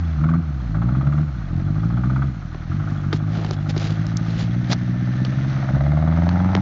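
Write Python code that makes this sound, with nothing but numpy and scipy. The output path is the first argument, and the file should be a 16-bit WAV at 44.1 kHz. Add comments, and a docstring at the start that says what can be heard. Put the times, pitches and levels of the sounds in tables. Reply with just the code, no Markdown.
"""Three throttle blips, a crawl and a pull-away of an open buggy with an uneven four-cylinder engine on a dirt track.
Pressure pulses boom in the silencer and bark in the tailpipe; a leaking joint rasps, most at one cylinder.
Clattering valve gear and tyres on grit add noise, a loose part chinks, and the forest edge gives a faint echo.
The hand that holds a small camera clicks and rubs on its case, over thin whines and a light breeze."""
import sys
import numpy as np
from scipy import signal
from scipy.fft import rfft, irfft
from scipy.io import wavfile
from scipy.ndimage import uniform_filter1d

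SR = 44100
rng = np.random.default_rng(int(sys.argv[2]) if len(sys.argv) > 2 else 0)


def persist_wave(psi):
    """Save psi, clipped to +-1, as 16-bit WAV."""
    counts = np.round(np.clip(psi, -1, 1) * 32767).astype(np.int16)
    wavfile.write(sys.argv[1], SR, np.atleast_2d(counts).T)


N = 291501

# cylinders in firing order: charge_surplus [relative], bark_db, leak_db [before scatter and trims]
CYLINDERS = [(-0.21, -8, -10), (-0.055, -10, -8.5), (0.25, -9, -22), (0.25, -4, 0)]
# throttle bursts, three blips and the pull-away: opens_s, shuts_s, opening_firing_hz, shutting_firing_hz,
# boom_db, bark_db, final_rasp_db, rasp_growth_db [levels before detuning and trims]
THROTTLE = [(0.192, 0.39, 73.36, 84.05, -14, -38, -25.5, 2), (0.719, 1.24, 51.01, 76.87, -16, -39, -29, 3),
            (1.502, 2.27, 40.91, 68.8, -16.5, -43.5, -28.5, 18.5),
            (5.715, 6.639, 65.38, 97.16, -15.5, -29, -33.5, 1)]


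def undb(db):
    """The decibel is logarithmic: 20 dB is a factor of ten in amplitude."""
    return 10 ** (np.asarray(db) / 20)


def curves(table):
    """Linear interpolation: each column of a table of (s, ..) rows, sample by sample."""
    s, *columns = np.transpose(table)
    return [np.interp(np.arange(N) / SR, s, c) for c in columns]


def unit(x):
    """Power normalisation: scaled to rms 1."""
    return x / np.sqrt(np.mean(x ** 2))


def steady(x, size=6000):
    """Running power normalisation to rms 1; a long window (samples) keeps the shape of single firings."""
    power = uniform_filter1d(uniform_filter1d(x ** 2, size), size // 2)
    return x / np.sqrt(power + 1e-12)


def noise():
    """White noise: equal mean power at all frequencies."""
    return rng.standard_normal(N)


def walk(rate):
    """Slow random modulation: levels drawn at a rate (Hz) and slewed by a running mean; rms 1."""
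    hold = max(int(SR / rate), 1)
    held = noise()[np.arange(N) // hold]
    return unit(uniform_filter1d(held, hold))


def colour(x, points, tilt_db=0, size=8192):
    """Minimum-phase filtering: a causal response of unit energy through (Hz, dB) points, tilted by dB an octave."""
    hz, db = np.transpose(points)
    octave = np.log2(np.maximum(np.arange(size // 2 + 1) * SR / size, 1))
    gain_db = np.interp(octave, np.log2(hz), db + tilt_db * np.log2(hz))
    # beyond either end the response falls by 24 dB an octave
    above, below = np.maximum(octave - np.log2(hz[-1]), 0), np.maximum(np.log2(hz[0]) - octave, 0)
    gain_db -= 24 * (above + below)
    # folding the cepstrum onto positive time gives minimum phase
    cepstrum = irfft(gain_db * np.log(10) / 20)
    ring = irfft(np.exp(rfft(2 * cepstrum[:size // 2], size)))
    return signal.fftconvolve(x, ring / np.linalg.norm(ring))[:len(x)]


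def puff(age, rise, fall):
    """Exponential filling and emptying: a puff that swells and dies away, times in units of age."""
    return (1 - np.exp(-age / rise)) * np.exp(-age / fall)


def firings(turns):
    """Cyclic phase: number of the running firing, its cylinder and its age 0-1."""
    number = np.floor(turns).astype(int)
    return number, number % len(CYLINDERS), turns % 1


def churn(turns, repeat, size=1200):
    """Partly periodic turbulence: what comes back alike in every engine cycle forms spectral lines."""
    pattern = rng.standard_normal(size)
    cycle = np.interp(turns / len(CYLINDERS) % 1 * size, np.arange(size), pattern)
    return np.sqrt(repeat) * cycle + np.sqrt(2 * (1 - repeat)) * noise()


def engine_speed():
    """Rotational inertia: the firing rate climbs under throttle, fastest at first, and runs down in between."""
    # idling, then crawling round the bend: time_s, firing_hz
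    crawl = [(2.461, 39.68), (2.625, 39.25), (2.826, 52.82), (3.033, 47.47), (3.373, 54.66), (3.59, 49.42),
             (4.153, 55.63), (4.351, 55.68), (4.62, 60.43), (5.002, 60.97), (5.509, 67.03)]
    start_hz = 86.31
    surge_hz = 2.2  # lead over an even climb at the middle of a burst
    t = np.arange(N) / SR
    points, surge = [(0, start_hz), *map(tuple, crawl)], 0
    for opens, shuts, from_hz, to_hz, *_ in THROTTLE:
        points += [(opens, from_hz), (shuts, to_hz)]
        along = np.clip((t - opens) / (shuts - opens), 0, 1)
        surge = surge + surge_hz * (1 - (2 * along - 1) ** 2)
    return curves(sorted(points))[0] + surge


def pedal(opens, shuts):
    """Finite valve travel: the throttle 0-1 opens, holds and shuts in linear ramps."""
    open_s, shut_s = 0.057, 0.027  # lengths of the ramps
    t = np.arange(N) / SR
    return np.clip(np.minimum(.5 + (t - opens) / open_s, 1 - (t - shuts) / shut_s), 0, 1)


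def effort(firing_hz, size=4000):
    """Engine load: throttle 0-1, and the boom, bark and rasp levels (dB before trims) that it sets."""
    # edge of the exhaust note while crawling: time_s, bark_db, rasp_db [before trims]
    crawl_edge = [(2.9, -50.5, -34), (3.5, -40.5, -38.5), (4.15, -43.5, -37), (4.8, -42.5, -44),
                  (5.55, -39.5, -37), (5.69, -32, -31.5)]
    crawl_from_s, crawl_to_s = 2.68, 5.74
    crawl_boom_db, crawl_swell_db, swell_hz_per_s = -18.5, 1, 12
    # levels with the throttle shut, before detuning and trims
    boom_db, bark_db, rasp_db = -25.5, -64.5, -43
    edge_lead_s = .028  # bark and rasp die this long before the boom
    # the silencer booms most at one firing rate and less on either side
    tuned_hz, detuned_db_per_octave = 70.2, 4
    t = np.arange(N) / SR

    # while crawling, the boom swells as the engine gathers speed
    hz_per_s = uniform_filter1d(np.gradient(firing_hz) * SR, size)
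    crawl_boom = crawl_boom_db + crawl_swell_db * np.tanh(hz_per_s / swell_hz_per_s)
    strokes = [(crawl_from_s, crawl_to_s, crawl_boom, *curves(crawl_edge))]
    for opens, shuts, _, _, open_boom, open_bark, open_rasp, growth in THROTTLE:
        to_go = np.clip((shuts - t) / (shuts - opens), 0, 1)
        strokes.append((opens, shuts, open_boom, open_bark, open_rasp - growth * to_go ** 2))

    throttle = 0
    for opens, shuts, open_boom, open_bark, open_rasp in strokes:
        press, edge = pedal(opens, shuts), pedal(opens, shuts - edge_lead_s)
        throttle = np.maximum(throttle, press)
        boom_db = boom_db + press * (open_boom - boom_db)
        bark_db = bark_db + edge * (open_bark - bark_db)
        rasp_db = rasp_db + edge * (open_rasp - rasp_db)
    detuned_octaves = np.abs(np.log2(firing_hz / tuned_hz))
    return throttle, boom_db - detuned_db_per_octave * detuned_octaves, bark_db, rasp_db


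def exhaust(turns, throttle, boom_db, valve_lag=0.13, thump_lag=0.13, coast_lead=0.27,
            scatter_db=2.39, trim_db=-1.8, harmonics=10):
    """Forced resonance: pulses ring the silencer, over a thump at the firing rate, earlier when coasting."""
    # resonances of the silencer: frequency_hz, level_db [relative]
    silencer = [(30, -39.5), (60, 10), (85, 2.5), (115, 2), (155, 4), (185, -2), (212, -11.5), (245, -8.5),
                (280, -16), (320, -17), (380, -34.5), (460, -40.5), (900, -53)]
    # thump at the firing rate: time_s, level_db [rms]
    thump_levels = [(0.0, -20), (0.3, -25.5), (1.2, -26), (1.6, -32), (2.25, -25), (2.36, -35),
                    (5.68, -39.5), (5.77, -24), (6.25, -19.5), (6.6, -21.5)]
    jitter = .003  # spread of the timing, in firing intervals, as are the lags and the lead
    thump_db, = curves(thump_levels)
    number, _, age = firings(turns - valve_lag + .5)
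    angle = 2 * np.pi * (age - .5 - jitter * noise()[number])
    # the pulses leave out the fundamental, which the thump mainly supplies
    pulse = sum(np.cos(k * angle) for k in range(2, harmonics + 1))
    pulses = undb(scatter_db * noise()[number]) * pulse
    thump = np.sqrt(2) * np.cos(2 * np.pi * (turns - thump_lag + coast_lead * (1 - throttle)))
    boom = steady(colour(pulses, silencer)) * undb(boom_db + trim_db)
    return boom + thump * undb(thump_db)


def lope(turns, boom_db, lag=0.038, full_db=-27.5, below_boom_db=9):
    """Subharmonic excitation: unequal charges rock the manifold gas once a cycle; shut throttle weakens it."""
    # resonances of the manifold: frequency_hz, level_db [relative]
    manifold = [(40, -15), (80, -8), (115, -4.5), (136, -0.5), (155, -3.5), (185, -9.5), (215, -9),
                (270, -19), (315, -10), (350, -19), (420, -39.5), (700, -45.5)]
    charge_scatter = .04  # relative
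    number, cylinder, _ = firings(turns - lag)
    surplus = np.transpose(CYLINDERS)[0][cylinder] + charge_scatter * noise()[number]
    kicks = surplus * np.diff(number, prepend=number[0])
    level_db = np.minimum(full_db, boom_db - below_boom_db)
    return steady(colour(kicks, manifold)) * undb(level_db)


def bark(turns, firing_hz, level_db, lag=0.036, gas=0.1, repeat=0.79, scatter_db=2.0, trim_db=-4.5):
    """Pipe resonance: steep pulse fronts and gas ring the tailpipe; a higher colour takes over at high revs."""
    # tailpipe at lower revs: frequency_hz, level_db [relative]
    tailpipe = [(250, -32), (450, -17), (560, 2.5), (650, 5.5), (820, 0.5), (1000, -12), (1400, -11),
                (2100, -11), (2600, -39), (4000, -23.5), (6000, -51.5)]
    # tailpipe at high revs: frequency_hz, level_db [relative]
    snarl = [(450, -20.5), (700, -4), (830, 3), (960, -1.5), (1150, -10), (1500, -14), (2100, -16.5),
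             (2600, -33)]
    # firing rate at the middle of the change, its spread, and the greatest share of the power
    snarl_from_hz, snarl_spread_hz, snarl_share = 87, 2.1, .7
    number, cylinder, age = firings(turns - lag)
    front = np.diff(number, prepend=number[0])
    size = undb(np.transpose(CYLINDERS)[1][cylinder] + scatter_db * noise()[number])
    gas_flow = gas * churn(turns, repeat) * (puff(age, 0.011, .45) + 0.037)
    flow = size * (front + gas_flow)
    high = snarl_share / (1 + np.exp((snarl_from_hz - firing_hz) / snarl_spread_hz))
    low_rev_tone = np.sqrt(1 - high) * steady(colour(flow, tailpipe))
    high_rev_tone = np.sqrt(high) * steady(colour(flow, snarl))
    return (low_rev_tone + high_rev_tone) * undb(level_db + trim_db)


def rasp(turns, level_db, lead=0.24, scatter_db=-1.0, trim_db=-0.5):
    """Turbulent jet noise: gas spits from a leaking joint, hardest once every four firings."""
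    # spectrum of the leaking jet: frequency_hz, level_db [relative]
    leak = [(300, -27.5), (600, -16), (820, -5), (1020, -13.5), (1170, 2), (1310, 2.5), (1500, -1.5),
            (1750, -20.5), (2100, -19), (2900, -29.5), (3400, -25.5), (3800, -38), (5000, -42), (8000, -40)]
    leak_repeat = .75  # share of the turbulence that repeats each cycle
    number, cylinder, age = firings(turns + lead)
    size = undb(np.transpose(CYLINDERS)[2][cylinder] + scatter_db * noise()[number])
    spit = puff(age, 0.056, 0.73)
    jet = steady(colour(churn(turns, leak_repeat), leak), size=500)
    return jet * size * spit / spit.max() * undb(level_db + trim_db)


def running_gear(turns):
    """Impact and contact noise: valve gear clatters twice a firing interval; tyres crunch over grit."""
    # running gear through the drive: time_s, clatter_db, tyre_db [before trims]
    gear_levels = [(0.0, -38.5, -47.5), (0.45, -43.5, -52.5), (2.0, -41.5, -50), (2.5, -45, -50.5),
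                   (2.9, -38.5, -47), (3.5, -44, -50), (4.1, -41, -44), (5.0, -43.5, -44.5),
                   (5.55, -36, -41.5), (5.9, -38.5, -47.5), (6.3, -36.5, -44.5)]
    # spectrum of the engine clatter: frequency_hz, level_db [relative]
    clatter_colour = [(200, -11), (450, -1.5), (700, 5), (980, -4), (1250, 4), (1500, -0.5), (1800, -14),
                      (2400, -13.5), (5000, -42)]
    # spectrum of tyres and gears: frequency_hz, level_db [relative]
    tyre_colour = [(900, -18.5), (1500, 0.5), (1850, -1), (2150, -4), (2500, -9.5), (3300, -10.5),
                   (4000, -10.5), (5000, -17), (6200, -15), (7200, -36)]
    clatter_db, tyre_db = curves(gear_levels)
    tick = 1.8 + puff(2 * turns % 1, 0.16, 0.9)
    clatter = unit(colour(noise() * tick * undb(1.7 * walk(45)), clatter_colour))
    grit = noise() * undb(2.5 * walk(900) + 1.0 * walk(25))
    crunch = unit(colour(grit, tyre_colour))
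    return clatter * undb(clatter_db - 5.0) + crunch * undb(tyre_db - 1.0)


def rattle(spread_db=3, size=4096):
    """Damped free vibration: a loose metal part on the frame chinks faintly at random times."""
    pitch_hz, t60_s, ticks_per_s, typical_db = 3360, 0.029, 7, -47.5
    t = np.arange(size) / SR
    ring = np.sin(2 * np.pi * pitch_hz * t) * np.exp(-np.log(1000) * t / t60_s)
    knocks = (rng.random(N) < ticks_per_s / SR) * undb(typical_db + spread_db * noise())
    return signal.fftconvolve(knocks, ring)[:N]


def handling(click_db=1.5, grain_db=2.5, size=16384):
    """Impact and friction: fingers tap and slide on the camera case in sharp ticks and grainy swishes."""
    # finger clicks: time_s, level_db [before click_db], decay_s, tilt_db_per_octave, low_edge_hz
    clicks = [(2.545, -26.5, 0.0037, -7, 295), (3.128, -16, 0.0063, -2.5, 150),
              (3.385, -28.5, 0.014, -7, 280), (3.447, -21, 0.0015, -1.5, 300), (3.510, -16, 0.0013, 0, 150),
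              (3.764, -22, 0.007, -2.5, 200), (3.778, -27, .003, 6, 300), (4.067, -29.5, 0.00086, 8, 500),
              (4.170, -21.5, 0.0015, 24, 800), (4.714, -26, 0.0079, 5.5, 200),
              (4.722, -21, 0.0058, 0.5, 200), (4.729, -18, 0.0047, 3, 200),
              (5.249, -26.5, 0.0041, -0.5, 400), (6.291, -16, 0.001, -3.5, 600),
              (6.517, -30, 0.0016, -4, 900), (6.551, -8.5, 0.0012, -3.5, 830),
              (6.5655, -27, 0.0019, -5, 1500)]
    # finger rubs: middle_s, level_db [before the grain], half_length_s, tilt_db_per_octave
    rubs = [(3.156, -43.5, 0.014, 2.5), (3.379, -34, 0.048, -3), (3.48, -35.5, 0.045, -3.5),
            (3.533, -39.5, 0.011, 0), (3.7, -33.5, 0.0095, 0), (3.835, -34, 0.046, -0.5),
            (3.902, -37, 0.044, -2), (4.31, -37.5, 0.052, -2), (4.406, -32.5, 0.025, -1),
            (4.717, -25.5, 0.014, -1.5)]
    # response of the tapped case: frequency_hz, level_db [relative]
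    case = [(100, -28.5), (350, 13.5), (520, 1.5), (700, 3.5), (1000, 0), (1500, -1), (2400, -6.5),
            (4200, -4.5), (5500, -8), (7000, -21)]
    # spectrum of skin sliding on the case: frequency_hz, level_db [relative]
    skin = [(200, 9), (400, 0), (700, 1.5), (1000, -8.5), (1600, -4), (2500, -5.5), (3900, -4),
            (5200, -8.5), (7000, -15.5)]
    out, t = np.zeros(N + size), np.arange(size) / SR
    for s, db, decay, tilt_db, low_hz in clicks:
        tick = rng.standard_normal(size) * np.exp(-t / decay)
        # a nail leaves out the low knock that a fingertip gives
        high_pass = signal.butter(2, low_hz, "high", fs=SR, output="sos")
        tick = signal.sosfilt(high_pass, colour(tick, case, tilt_db))
        # the energy is that of decaying noise that starts at rms 1
        tick = tick * np.sqrt(decay * SR / 2) / np.linalg.norm(tick)
        out[int(s * SR):][:size] += undb(db + click_db) * tick
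    grain = undb(grain_db * walk(400))
    for s, db, half, tilt_db in rubs:
        start = int(s * SR) - size // 2
        swell = np.exp(-.5 * ((t - t.mean()) / half) ** 2)
        slide = rng.standard_normal(size) * grain[start:][:size] * swell
        out[start:][:size] += undb(db) * colour(slide, skin, tilt_db)
    return out[:N]


def forest(x, fade_s=0.15):
    """Diffuse reflection: the tree line sends back a dull, scattered echo that builds up, then fades."""
    build_s, echo_db = 0.031, -26  # the level is that before the treble loss
    t = np.arange(SR) / SR
    tail = rng.standard_normal(SR) * np.exp(-t / fade_s) * np.minimum(t / build_s, 1) ** 2
    dulling = signal.butter(1, 2500, fs=SR, output="sos")
    tail = signal.sosfilt(dulling, tail / np.linalg.norm(tail))
    return undb(echo_db) * signal.fftconvolve(x, tail)[:N]


def whine():
    """Narrow-band resonance: noise through sharp peaks gives thin whines that swell and fade."""
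    # whines: centre_s, half_length_s, pitch_hz, width_hz, level_db [rms at the centre]
    whines = [(1.206, 1.8, 4180, 69.7, -66), (5.088, 0.38, 1780, 26, -50)]
    t, out = np.arange(N) / SR, 0
    for s, half, hz, width_hz, db in whines:
        tone = unit(signal.lfilter(*signal.iirpeak(hz, hz / width_hz, fs=SR), noise()))
        out = out + tone * undb(db) * np.exp(-.5 * ((t - s) / half) ** 2)
    return out


def open_air():
    """Broadband turbulence: a light breeze and the distant hush of the valley, gently wavering."""
    # spectrum of the open air: frequency_hz, level_db [relative]
    air = [(20, -2.5), (45, -9.5), (100, -12), (250, 3.5), (420, -28), (1000, -21.5), (3000, -35.5),
           (7000, -38.5)]
    air_db = -44  # rms
    return unit(colour(noise() * undb(2 * walk(3.9)), air)) * undb(air_db)


def scene():
    """Superposition: engine sounds share one crank phase; engine and running gear are echoed, the chinks are not."""
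    firing_hz = engine_speed()
    turns = np.cumsum(firing_hz) / SR  # counted in firings
    throttle, boom_db, bark_db, rasp_db = effort(firing_hz)
    buggy = exhaust(turns, throttle, boom_db) + lope(turns, boom_db)
    buggy = buggy + bark(turns, firing_hz, bark_db) + rasp(turns, rasp_db) + running_gear(turns)
    surroundings = forest(buggy) + whine() + open_air()
    return (buggy + rattle() + handling() + surroundings)[None]


def record(dry):
    """Band limitation: the small camera cuts steeply above 7200 Hz."""
    return signal.sosfilt(signal.ellip(8, .3, 70, 7200, fs=SR, output="sos"), dry)


dry = scene()
out = record(dry)
persist_wave(out)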